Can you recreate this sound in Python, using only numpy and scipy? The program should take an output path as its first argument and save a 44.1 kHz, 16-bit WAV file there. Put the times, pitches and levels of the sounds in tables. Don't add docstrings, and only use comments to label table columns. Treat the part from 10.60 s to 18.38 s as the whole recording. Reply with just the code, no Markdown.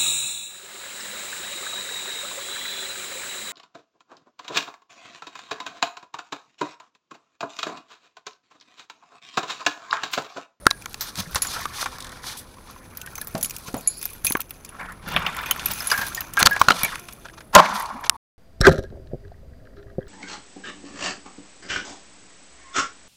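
import sys
import numpy as np
from scipy import signal
from scipy.fft import rfft, irfft
from scipy.io import wavfile

SR = 44100
rng = np.random.default_rng(int(sys.argv[2]) if len(sys.argv) > 2 else 0)


def generate_wav(signal):
    frames = np.transpose(np.atleast_2d(signal))
    scaled = np.clip(frames, -1, 1) * 32767
    pcm = np.round(scaled).astype(np.int16)
    wavfile.write(sys.argv[1], SR, pcm)


def voltage_ratio(level):
    return 10 ** (np.asarray(level, float) / 20)


N = 343098
T = np.arange(N) / SR

# t/s, effort/dB, share of keys [0-1], share of dull wood [0-1], palm muffling/dB
MOTION = [(0, -56.5, 0.33, 0, 5), (1.07, -43.5, 0.18, 0.16, 5.5), (1.5, -45, 0, 0.15, 11),
          (1.93, -56, 0.2, 0.2, 7), (2.33, -52, 0.88, 0.01, 7), (2.8, -50, 0.46, 0, 2),
          (3.33, -54.5, 0.66, 0, -1.5), (3.9, -59.5, 1, 0.87, -6), (4.4, -52.5, 0.03, 0.4, 17),
          (4.55, -30.5, 0, 0.98, 18), (4.9, -38, 0, 0.87, 5), (5.15, -39.5, 0.7, 0.4, -2.5),
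          (5.5, -40, 0.56, 0.5, 0), (5.68, -47, 1, 0.7, 1.5), (5.95, -35.5, 0.07, 0.14, 17.5),
          (6.34, -38.5, 0, 0.63, 5.5), (6.42, -54.5, 0.8, 0.8, -8), (6.9, -67.5, 0.1, .4, 0.5)]
# f/Hz, level/dB
BUNCH = [(2450, -5), (6200, -5), (7000, -12.5), (10880, 1.5), (11550, -3), (12610, -13), (14200, -3.5),
         (15550, -4.5)]
# f/Hz, width/Hz, level/dB
SHELL = [(883, 583, -3), (1105, 130, 4), (1353, 172, 0), (1784, 475, -3), (2287, 280, -6.5)]
# f/Hz, width/Hz, level/dB
CASE = [(3440, 2500, -2), (3920, 1640, 7.5), (6170, 1900, 1)]
# t/s, level/dB, length/s
SLAM = [
    (6.924, -31, .02),
    (6.936, -18, .013),
    (6.946, 0, .02),
    (6.97, -7, .034),
    (7.005, -27, .045),
]


def rms_one(x):
    return x / np.sqrt(np.mean(x ** 2) + 1e-20)


def in_time(rows):
    s, *columns = np.transpose(rows)
    return [np.interp(T, s, c) for c in columns]


def band(x, low_hz, high_hz):
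    sos = signal.butter(2, [low_hz, min(high_hz, .45 * SR)], "band", fs=SR, output="sos")
    return signal.sosfilt(sos, x)


def drift(rate):
    r = np.exp(-80 * np.pi * rate / SR)
    noise = rng.standard_normal(N // 40 + 2002)
    slow = signal.lfilter([1], [1, -2 * r, r * r], noise)[2000:]
    return np.interp(np.arange(N) / 40, np.arange(len(slow)), rms_one(slow))


def body(x, modes):
    out = 0
    for k, (hz, width_hz, db) in enumerate(modes):
        r = np.exp(-np.pi * max(width_hz, 2) / SR)
        gain = (-1) ** k * voltage_ratio(db) * (1 - r * r) / 2
        out = out + signal.lfilter([gain, 0, -gain], [1, -2 * r * np.cos(2 * np.pi * hz / SR), r * r], x)
    return out


def clumped(x, modes, grain):
    return sum((-1) ** k * np.roll(grain, k * N // 7) ** 1.1 * body(x, [mode])
               for k, mode in enumerate(modes))


def place(times, sounds, peaks_db):
    out = np.zeros(N + sounds.shape[1])
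    for s, sound, db in zip(times, sounds, peaks_db):
        at = round(s * SR)
        out[at:at + len(sound)] += voltage_ratio(db) * sound / np.max(np.abs(sound))
    return out[:N]


def dying(t60, rise_s, size):
    t = np.arange(size) / SR
    return (1 - np.exp(-t / rise_s)) * voltage_ratio(-60 * t / np.clip(t60, .004, 1)[:, None])


def noise_bursts(t60, rise_s, size):
    return rng.standard_normal((len(t60), size)) * dying(t60, rise_s, size)


def rung(times, db, hz, t60, rise_s):
    t = np.arange(12000) / SR
    return place(times, dying(t60, rise_s, size=len(t)) * np.sin(2 * np.pi * np.outer(hz, t)), db)


def among_keys(bursts, chance, width_hz):
    count = len(BUNCH)
    rows = []
    for row, c in zip(bursts, chance):
        modes = [(min(hz * (1 + .05 * c[k]), 15800), width_hz, db + 4.5 * c[count + k])
                 for k, (hz, db) in enumerate(BUNCH)]
        rows.append(body(row, modes))
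    return np.array(rows)


def pitched(rows, t60_s, broad):
    s, db, hz = np.transpose(rows)
    noise = noise_bursts(t60_s + 0 * s, 0.00022, size=1500)
    sounds = [body(row, [(f, f / 11, 0)]) + broad * band(row, f / 2, f * 2) for row, f in zip(noise, hz)]
    return place(s, np.array(sounds), db)


def hiss():
    # f/Hz, level/dB
    colour = [(12, -17.5), (20, 10), (74, 5.5), (542, -6), (1660, -18.5), (5530, -36.5), (7520, -34),
              (10200, -26), (16000, -29)]
    hz = np.maximum(np.fft.rfftfreq(N, 1 / SR), 1)
    colour_hz, colour_db = np.transpose(colour)
    gain = voltage_ratio(np.interp(np.log(hz), np.log(colour_hz), colour_db))
    return voltage_ratio(-49) * rms_one(irfft(rfft(rng.standard_normal(N)) * gain, N))


def handling_rumble():
    lumps = band(signal.lfilter([1], [1, -.985], rng.standard_normal(N)), 25, 510)
    return voltage_ratio(-26 + .53 * in_time(MOTION)[0] + 2.0 * drift(2.8)) * rms_one(lumps)


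def circuit_whistle():
    # t/s, level/dB, chopping depth [0-1]
    tone = [
        (0, -61, .3),
        (1.3, -58, .3),
        (4.2, -57, .45),
        (6.4, -57, .95),
        (7.6, -57, .95),
    ]
    whistle_hz, chop_hz, chop_start_s = 10020, 38.3, 6.556
    db, depth = in_time(tone)
    off = (T - chop_start_s) * chop_hz % 1 > .52
    whistle = voltage_ratio(db) * (1 - np.clip(depth, 0, 1) * off) * np.sin(2 * np.pi * whistle_hz * T)
    wobble = voltage_ratio(-55) * (T < .21) * rms_one(band(rng.standard_normal(N), 9200, 9900))
    return whistle + wobble


def groans():
    # t/s, length/s, level/dB, f/Hz
    low_groans = [(0, 0.074, -49.5, 570), (.575, 0.048, -34, 190), (.575, .08, -38.5, 91),
                  (.65, .06, -42, 170), (.7, 0.095, -39.5, 60), (2.38, 0.1, -48.5, 1486),
                  (2.44, 0.061, -47, 1830), (2.76, 0.12, -45, 224), (3.055, 0.035, -43, 1050),
                  (3.15, 0.11, -50, 250), (4.15, 0.27, -49, 179), (4.45, 0.27, -37, 165),
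                  (4.52, 0.11, -37, 65.4), (5.06, 0.057, -44, 170), (7.009, .2, -39, 200),
                  (7.32, 0.073, -39, 224)]
    out = np.zeros(N)
    for s, length, db, hz in low_groans:
        noise = rng.standard_normal(round(length * SR) + 4000)
        mode = [(hz, min(hz / 4.5, 40), 0)]
        groan = rms_one(body(body(noise, mode), mode)[4000:])
        at = round(max(s, 0) * SR)
        out[at:at + len(groan)] += voltage_ratio(db) * groan * np.hanning(len(groan)) ** .5
    return out


def stroke_power():
    # t/s, length/s, level/dB
    skin_rubs = [(.396, .13, -42), (.554, 0.075, -32.5), (.718, 0.022, -42), (.756, 0.039, -36),
                 (.866, 0.11, -35), (.99, 0.07, -37.5), (1.134, .13, -33), (1.62, 0.13, -36.5),
                 (3.054, 0.046, -40.5), (5.298, 0.012, -25.5), (5.855, 0.014, -13.5), (6.124, 0.11, -34.5),
                 (6.253, 0.11, -41.5)]
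    door_scrapes = [(2.07, 0.07, -46), (4.459, 0.15, -31.5), (4.55, 0.092, -29.5), (5.79, 0.048, -22.5),
                    (6.1, 0.012, -12), (6.645, 0.02, -38.5), (6.729, 0.02, -44.5), (6.772, 0.021, -40.5),
                    (7.146, 0.035, -27.5), (7.18, 0.05, -34), (7.438, 0.014, -30.5), (7.455, 0.02, -32.5)]
    grips = [(.95, 0.08, -30), (3.793, 0.017, -33), (4.113, 0.07, -41.5), (4.186, 0.096, -32),
             (4.28, 0.069, -37.5), (4.754, 0.16, -32), (5.77, 0.021, -24)]
    key_shakes = [(1.768, .05, -37), (3.41, 0.11, -37.5), (3.64, 0.093, -30), (5.791, .021, -19.5),
                  (7.135, 0.11, -39.5)]
    # strokes, shell/dB, rub/dB, bright/dB, place of the top [0-1]
    kinds = [(skin_rubs, -1.8, 2.4, -3, 0.64), (door_scrapes, .1, -3.5, -28.5, 0.54),
             (grips, .1, -34, -26, 0.18), (key_shakes, -18.5, -3.5, .1, 0.14)]
    # t/s, shell/dB, rub/dB, bright/dB, t60/s
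    shudder = (7, -22.5, -33, -50, 1)
    s, *db, t60 = shudder
    decay = voltage_ratio(np.array(db)[:, None] - 60 * (T - s) / t60)
    power = (decay * np.clip((T - s) / .04 + 1, 0, 1)) ** 2
    for rows, *colour_db, top in kinds:
        for s, length, db in rows:
            end = s + 1.5 * length
            span = slice(round(s * SR), round(end * SR))
            corners = [s, s + length * np.clip(top, .05, .95), s + length, end]
            swell = np.interp(T[span], corners, [0.24, 1, .2, 0.024])
            power[:, span] += (voltage_ratio(db + np.array(colour_db))[:, None] * swell) ** 2
    return power


def motion():
    # f/Hz, width/Hz, level/dB
    leaf = [(1870, 160, -1.5), (2450, 96, 1), (2790, 120, -4.5), (3600, 75, -3), (5360, 51, -9.5)]
    effort_db, metal, wood, muffle_db = in_time(MOTION)
    metal, wood = np.clip([metal, wood], 0, 1)
    rub_db = effort_db - 0.3 - 0.52 * muffle_db
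    bright_db = effort_db + 3.5 * metal - 9 * wood - muffle_db
    shell, rub, bright = np.sqrt(voltage_ratio(np.array([effort_db, rub_db, bright_db])) ** 2 + stroke_power())

    white = rng.standard_normal((3, N))
    calm = np.where(T > SLAM[0][0], 1, wood)
    grain = voltage_ratio((1 - .55 * calm) * 3.37 * drift(30) + 0.8 * drift(200))
    born = rng.random(N) < 800 * voltage_ratio(5.0 * drift(25)) / SR
    clicks = born * voltage_ratio(2.5 * np.minimum(rng.exponential(1, N), 3)) + 1e-18
    held_width_hz = 170
    jangle = sum(body(clicks * rng.standard_normal(N), [(hz, held_width_hz, db)]) for hz, db in BUNCH)
    jangle = rms_one(jangle) + .5 * rms_one(clicks * white[0])

    def with_keys(noise, low_hz, high_hz):
        friction = rms_one(grain * band(noise, low_hz, high_hz))
        return np.sqrt(1 - metal) * friction + np.sqrt(metal) * rms_one(band(jangle, low_hz, high_hz))

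    through_shell = clumped(white[0], SHELL, grain) + 0.014 * band(white[0], 340, 3000)
    rumble = shell * rms_one(voltage_ratio(2.2 * drift(54)) * through_shell)
    scrape = band(clumped(white[1], leaf, grain), 1500, 5500) + 0.18 * band(white[1], 1800, 3500)
    skin = np.sqrt(1 - wood) * rms_one(body(white[1], CASE)) + np.sqrt(wood) * rms_one(scrape)
    rustle = body(white[2], [(9600, 4300, 0)])
    return rumble + rub * with_keys(skin, 2500, 7400) + bright * with_keys(rustle, 6900, 15000)


def taps():
    # t/s, air peak/dB, shell peak/dB
    blows = [(.0668, 3.5, -2), (5.828, 4.5, -2.5), (5.8605, -1.5, -6), (5.8688, -3, -3), (6.015, -6, -6),
             (6.085, -10.5, -9.5), (6.105, -12, -7.5)]
    snaps = [(.0555, -31, -24), (.1055, -16, -26), (.1098, -12.5, -15), (.2582, -18.5, -21),
             (.3431, -18.5, -30.5), (.5556, -22, -37), (1.055, -22.5, -25.5), (1.2265, -19, -16.5),
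             (1.3843, -23, -30), (1.705, -26, -32), (2.7516, -21, -23.5), (3.142, -23, -27),
             (3.7068, -36, -19), (3.7512, -30, -10), (5.7698, -16, -15), (5.9636, -20.5, -11.5),
             (6.3562, -18.5, -21.5), (6.951, 5.5, -13.5)]
    knocks = [(.7568, -8.5, -13.5), (.8474, -20, -24.5), (1.258, -23.5, -15.5), (2.8554, -25, -38),
              (4.563, -4.5, -9), (4.664, -12.5, -16.5), (4.7885, -20.5, -31), (4.995, -20, -29),
              (5.5702, -26, -30), (6.118, -22, -25), (6.2484, -22, -18), (6.485, -25.5, -29.5),
              (6.8054, -36, -33.5), (6.95, -2.5, -19.5)]
    clinks = [(.7462, -22, -19), (2.3715, -25, -41), (2.579, -31, -26.5), (2.614, -26, -33),
              (2.6713, -28.5, -34), (2.828, -17, -32.5), (3.2735, -29.5, -37), (3.4272, -25.5, -32.5),
              (3.4545, -18.5, -32.5), (3.6467, -20, -25.5), (3.667, -13, -45), (3.699, -26, -45),
              (3.7214, -16.5, -33), (3.7687, -28.5, -24), (3.804, -23, -36), (3.907, -29, -35.5),
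              (4.4856, -32.5, -27), (4.9104, -13, -15.5), (4.9607, -34, -23.5), (5.058, -17, -25),
              (5.2043, -30, -28), (5.2709, -23.5, -30), (5.5475, -24.5, -51), (5.6065, -21, -29),
              (5.909, -28.5, -27), (6.2327, -14, -20)]
    rattles = [(.4083, -16.5, -30), (.8196, -16, -28), (4.8587, -24.5, -33), (5.1108, -19.5, -28.5),
               (5.314, -13.5, -10.5), (5.3765, -20, -19.5), (5.4131, -22, -20.5), (5.465, -21.5, -32),
               (5.9956, -24, -30)]
    # taps, bright edge over crack/dB, t60/s
    kinds = [(blows, -7.5, 0.0071), (snaps, -8, 0.012), (knocks, -15.5, 0.053),
             (clinks, 8.8, 0.027), (rattles, 0.34, 0.15)]
    events = sorted((s, air_db, shell_db, air_db + edge_db, t60)
                    for rows, edge_db, t60 in kinds for s, air_db, shell_db in rows)
    s, crack_db, shell_db, bright_db, t60 = np.transpose(events)
    noise = rng.standard_normal((len(s), 5000))
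    burst = noise * (dying(t60, 0.0001, size=5000) + 0.76 * dying(t60 / 6, 0.0001, size=5000))
    glint = among_keys(burst, noise[:, ::-1], width_hz=280.0) + 0.16 * burst
    wood = np.clip(np.interp(s, *np.array(MOTION)[:, [0, 3]].T), 0, 1)[:, None] ** 2
    hard = band(glint, 2200, 11100) + 0.67 * body(burst, CASE)
    dull = body(burst, [(2470, 450, 2.9), (3380, 670, 0.78)])
    ring = body(noise * dying(t60, 0.00051, size=5000), SHELL)
    return (place(s, (1 - wood) * hard + wood * dull, crack_db) + place(s, ring, shell_db)
            + place(s, band(glint, 8800, 26000), bright_db))


def thuds():
    # t/s, peak/dB, f/Hz
    dull_knocks = [(0.0657, -3, 330), (0.579, -25, 188), (0.755, -25.5, 108), (2.748, -14.5, 216),
                   (3.083, -27, 170), (3.141, -12, 261), (3.643, -25.5, 99), (3.707, -17, 260),
                   (3.751, -12, 330), (4.471, -26, 193), (4.558, -18.5, 176), (5.39, -23.5, 196),
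                   (5.823, -13.5, 169), (5.855, -15, 108), (6.011, -20.5, 116), (6.082, -14, 139),
                   (6.105, -10.5, 344), (6.235, -19, 166)]
    # f/Hz, width/Hz, level/dB
    panel = [(178, 60, 0.5), (485, 80, -2), (700, 200, -4)]
    s, db, hz = np.transpose(dull_knocks)
    t60 = 11.7 / hz
    tail = body(noise_bursts(0.2 + 0 * s, 0.0003, size=12000), panel)
    shell_only = (s < .5) | (abs(s - 3.73) < .05)
    tail_db = np.minimum(db - 8, np.where(shell_only, -42, -21))
    return rung(s, db - 3.5, hz, 0.31 * t60, 0.0011) + place(s, tail, tail_db)


def pings():
    # t/s, peak/dB, f/Hz, t60/s
    struck = [(.0671, 3, 1377, 0.013), (.11, -8, 3900, .008), (1.055, -14, 1210, 0.02),
              (1.2595, -33, 3700, .02), (2.554, -31, 6300, .04), (2.58, -27.5, 6230, 0.045),
              (2.614, -31, 1700, .05), (2.752, -20, 650, 0.1), (3.274, -38, 2340, 0.06),
              (3.668, -25.5, 6300, 0.23), (4.86, -29, 2470, 0.095), (4.86, -34, 6200, 0.071),
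              (4.91, -16.5, 3050, 0.056), (4.91, -17, 6430, .02), (5.059, -13, 11620, 0.047),
              (5.063, -20, 2530, .04), (5.204, -24.5, 5140, 0.034), (5.302, -19, 2930, .04),
              (5.315, -13.5, 4900, 0.028), (5.377, -31, 4830, .05), (5.547, -26, 6930, 0.061),
              (5.572, -28.5, 4820, 0.036), (5.87, -0.5, 4340, 0.0083), (5.8696, 1.5, 1350, .018),
              (6.0143, 3, 1076, 0.018), (6.12, -29.5, 1340, .5), (6.085, 1.5, 1374, 0.017),
              (6.085, -10.5, 4230, 0.019), (6.1055, -0.5, 1375, 0.024), (6.118, -16, 4110, .02),
              (6.118, -16, 3030, 0.018), (6.248, -14.5, 2323, 0.049), (7.025, -27, 1556, .2)]
    s, db, hz, t60 = np.transpose(struck)
    rough = noise_bursts(t60, 0.00033, size=6000)
    rattle = np.array([body(row, [(f, max(f / 25, 4 / d), 0)]) for row, f, d in zip(rough, hz, t60)])
    return place(s, rattle, db - 2.5) + rung(s, db - 3.5, hz, 0.91 * t60, 0.00057)


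def lock():
    # t/s, peak/dB, f/Hz, t60/s
    bolt = [(0.07, -22.5, 1649, 0.26), (5.858, 5, 4450, 0.025), (3.668, -12, 2494, 0.074),
            (5.3149, -6.5, 1641, 0.3), (5.377, -13.5, 1597, 0.3), (5.419, -15, 1674, 0.14),
            (5.576, -15, 1840, 0.07), (5.7742, -3, 1626, 0.17), (5.911, -8.5, 1659, 0.21),
            (6.234, -11.5, 2300, 0.14)]
    s, db, hz, t60 = np.transpose(bolt)
    rattle = noise_bursts(t60, 0.0012, size=12000)
    clank = np.array([body(row, [(f, max(45, 6 / d), 0)]) for row, f, d in zip(rattle, hz, t60)])
    return place(s, clank, db - 9.0) + rung(s, db - 10.0, hz, 0.73 * t60, 0.00092)


def ticks():
    # t/s, peak/dB
    key_ticks = [(0.2213, -30.5), (0.3301, -31), (0.8696, -23), (2.4145, -21.5), (2.4615, -25),
                 (2.5543, -21.5), (2.7786, -22.5), (2.8105, -20.5), (2.8456, -13.5), (2.8964, -22),
                 (2.9073, -19), (2.964, -21), (3.0819, -29), (3.209, -29.5), (3.414, -23), (3.532, -30.5),
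                 (3.8147, -21.5), (3.894, -35), (4.0482, -24.5), (4.0906, -28.5), (4.3212, -33)]
    # t/s, peak/dB
    lock_ticks = [(4.766, -22.5), (5.135, -16.5), (5.26, -24), (5.7359, -21), (5.897, -31), (5.9299, -20),
                  (6.395, -26.5), (6.525, -30), (7.2232, -33)]
    s, db = np.transpose(sorted(key_ticks + lock_ticks))
    tick = noise_bursts(0.024 * np.ones(len(s)), 0.000067, size=2500)
    ring = 1.54 * among_keys(tick, rng.standard_normal((len(s), 2 * len(BUNCH))), width_hz=160.0)
    return place(s, band(ring + 0.33 * tick + 0.38 * body(tick, CASE), 2200, 26000), db)


def glints():
    # t/s, peak/dB, f/Hz
    high_glints = [(0.2944, -36.5, 12600), (0.6015, -21, 15400), (0.7098, -31, 14100),
                   (1.0106, -28.5, 14200), (1.0664, -37, 14300), (2.1091, -36, 11700), (2.5222, -37, 15600),
                   (2.6459, -28, 14100), (2.6814, -22, 15700), (2.7112, -34, 15700), (2.7412, -32, 11000),
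                   (2.858, -17, 10900), (2.9517, -34, 10800), (2.9836, -24, 14300), (3.1433, -27.5, 10900),
                   (3.1677, -25, 14800), (3.3722, -30, 10800), (3.3914, -27, 15700), (3.5034, -31, 11000),
                   (4.4764, -34, 12200), (4.5024, -32, 15700), (4.5216, -30, 13300), (4.5401, -30, 11700),
                   (4.5935, -33, 13600), (4.7476, -31.5, 11300), (4.814, -29, 15200), (4.8284, -33, 13500),
                   (5.0854, -21, 11600), (5.1164, -15, 14200), (5.3617, -23.5, 14100), (5.4834, -19, 11300),
                   (6.0372, -35, 10400), (6.246, -7.5, 11340), (6.5331, -29.5, 11400), (6.9704, -23, 11100),
                   (6.9954, -27, 14500), (7.1982, -22, 12000), (7.2225, -24.5, 11000), (7.4091, -37, 11550),
                   (7.4545, -35.5, 11300)]
    return pitched(high_glints, t60_s=.016, broad=.04)


def chimes():
    # t/s, upper mode peak/dB, lower mode peak/dB
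    free_keys = [(0.82, -14.5, -22), (0.8697, -45, -26), (2.829, -18, -25.5), (2.858, -30, -37),
                 (3.178, -38, -36.5), (3.2745, -9, -16.5), (3.3777, -32, -46.5), (3.6486, -15.5, -31),
                 (3.699, -21, -42), (3.7234, -37, -34), (5.1594, -40, -43), (5.2713, -17, -32)]
    # t/s, peak/dB
    thin_key = [(0.819, -32), (2.829, -29), (3.5344, -38), (5.2754, -38), (5.7359, -46)]
    # f/Hz, t60/s
    key_modes = [(10870, 0.079), (6960, 0.079), (12610, .12)]
    s, upper_db, lower_db = np.transpose(free_keys)
    out = 0
    for (s, db), (hz, t60) in zip([(s, upper_db), (s, lower_db), np.transpose(thin_key)], key_modes):
        out = out + rung(s, db, hz + 0 * s, 0.87 * t60 + 0 * s, .0003)
        out = out + rung(s, db - 18, hz + 25 + 0 * s, 2.7 * t60 + 0 * s, .0003)
    return out


def contacts():
    # t/s, peak/dB, f/Hz
    dry_contacts = [(0.8834, -27, 4400), (1.6404, -25.5, 1010), (1.9839, -35, 1050), (2.161, -34.5, 1021),
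                    (2.3822, -35, 1420), (2.4734, -26.5, 1590), (3.4903, -32.5, 2450), (5.0824, -22, 2600),
                    (5.616, -24, 1450), (6.1254, -22, 1330), (6.6674, -37, 1490), (6.685, -32.5, 1580),
                    (6.6974, -34, 1600)]
    # t/s, peak/dB, f/Hz
    more_contacts = [(3.13, -36, 6500), (3.26, -40, 1900), (3.44, -30, 3500), (3.941, -42, 5000),
                     (4.06, -38, 5000), (4.626, -36, 6500), (4.698, -36, 7000), (4.726, -38, 6500),
                     (5.071, -26, 6500), (6.0925, -10, 1200), (6.932, -32, 5000), (6.938, -30, 11300),
                     (7.142, -34, 6000), (7.258, -27, 4300)]
    return pitched(dry_contacts + more_contacts, t60_s=.018, broad=0.13)


def hinge():
    # t/s, f/Hz, level/dB
    whines = [
        [(1.2, 256, -53), (1.3, 256.4, -61), (1.55, 254.3, -64.5), (1.75, 240, -70), (1.86, 256.6, -67),
         (2.05, 260, -69.5), (2.28, 256.3, -62.5), (2.33, 252, -85)],
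        [(6.38, 356, -78), (6.42, 351.7, -60.5), (6.62, 347.4, -72), (6.75, 332, -66), (6.9, 307, -71.5),
         (6.95, 296, -78)],
    ]
    orders_db = [6, 7.4, 0.5, 4.5]
    out = 0
    for rows in whines:
        hz, db = in_time(rows)
        turn = 2 * np.pi * np.cumsum(hz * (1 + 0.0025 * drift(18.5))) / SR
        whine = sum(voltage_ratio(o) * np.sin((k + 1) * turn) for k, o in enumerate(orders_db))
        out = out + voltage_ratio(db + 2.0 * drift(11)) * whine * (T > rows[0][0]) * (T < rows[-1][0])
    return out


def ratchet():
    # first/s, gap/s, slowing/s, peak/dB, loss per tooth/dB
    pins = (1.4035, .0185, .0009, -24, 1.7)
    first, gap, slowing, db, loss_db = pins
    k = np.arange(6)
    teeth = noise_bursts(.019 + 0 * k, 0.0016, size=1500)
    teeth = body(teeth, [(3580, 450, 5), (5400, 1100, -1), (8050, 3700, -4.5)])
    return place(first + gap * k + slowing * k * k, teeth, db - loss_db * k)


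def slide():
    # t/s, length/s, from/Hz, to/Hz, width/Hz, level/dB
    key_slide = (3.21, .26, 4400, 5400, 450, -44.5)
    s, length, from_hz, to_hz, width_hz, db = key_slide
    gone = np.clip((T - s) / length, 0, 1)
    low_pass = signal.butter(2, width_hz, fs=SR, output="sos")
    noise = rms_one(signal.sosfilt(low_pass, rng.standard_normal(N)))
    turn = 2 * np.pi * np.cumsum(from_hz + (to_hz - from_hz) * gone ** 2) / SR
    return voltage_ratio(db) * np.sqrt(np.sin(np.pi * gone) + 1e-18) * noise * np.sin(turn)


def slam():
    # f/Hz, width/Hz, level/dB
    door_modes = [(175, 22, -7), (608.4, 34, -1), (803, 64, -1), (1032, 116, 3), (1418, 50, -6.5),
                  (1557, 60, -8)]
    # t/s, level/dB, t60/s
    stairwell = (7.005, -23.5, 1.54)
    contact = 0
    for s, level_db, length in SLAM:
        rise = np.minimum((T - s) / .008, 1) ** 2
        contact = contact + voltage_ratio(level_db) * (T >= s) * (T < s + length) * rise
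    white = contact * rng.standard_normal(N) + 1e-18
    out = 8.8 * body(band(white, 81, 3800), door_modes) + 0.35 * band(white, 1300, 5500)
    s, db, t60 = stairwell
    flutter = voltage_ratio(db - 60 * np.maximum(T - s, 0) / t60 + 3 * drift(40)) * (T > s)
    ringing = body(rng.standard_normal(N), [(990, 310, 1.8), (595, 250, -0.81)])
    return out + flutter * rms_one(body(ringing, [(1032, 300, 0)]))


def last_snap():
    # t/s, peak/dB, t60/s
    button = (7.4956, 9, 0.006)
    s, db, t60 = button
    snap = noise_bursts(np.array([t60]), .0001, size=1500)
    return place([s], band(snap, 900, 10000) + body(snap, [(2470, 620, 1), (1356, 550, 3)]), [db])


def scene():
    camera = hiss() + handling_rumble() + circuit_whistle()
    hand = groans() + motion() + taps() + thuds() + pings() + contacts()
    keys = ticks() + glints() + chimes() + ratchet() + slide()
    door = lock() + hinge() + slam()
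    return (camera + hand + keys + door + last_snap())[None]


def band_limit(x):
    return signal.sosfilt(signal.butter(12, 17160, fs=SR, output="sos"), x)


def record(dry):
    cutoff_hz, end_s = 15900, 7.567
    x = np.clip(dry, -.98, .98)
    x = signal.sosfilt(signal.cheby2(10, 35, cutoff_hz + 300, fs=SR, output="sos"), x)
    return band_limit(x * (T < end_s))


dry = scene()
out = record(dry)
generate_wav(out)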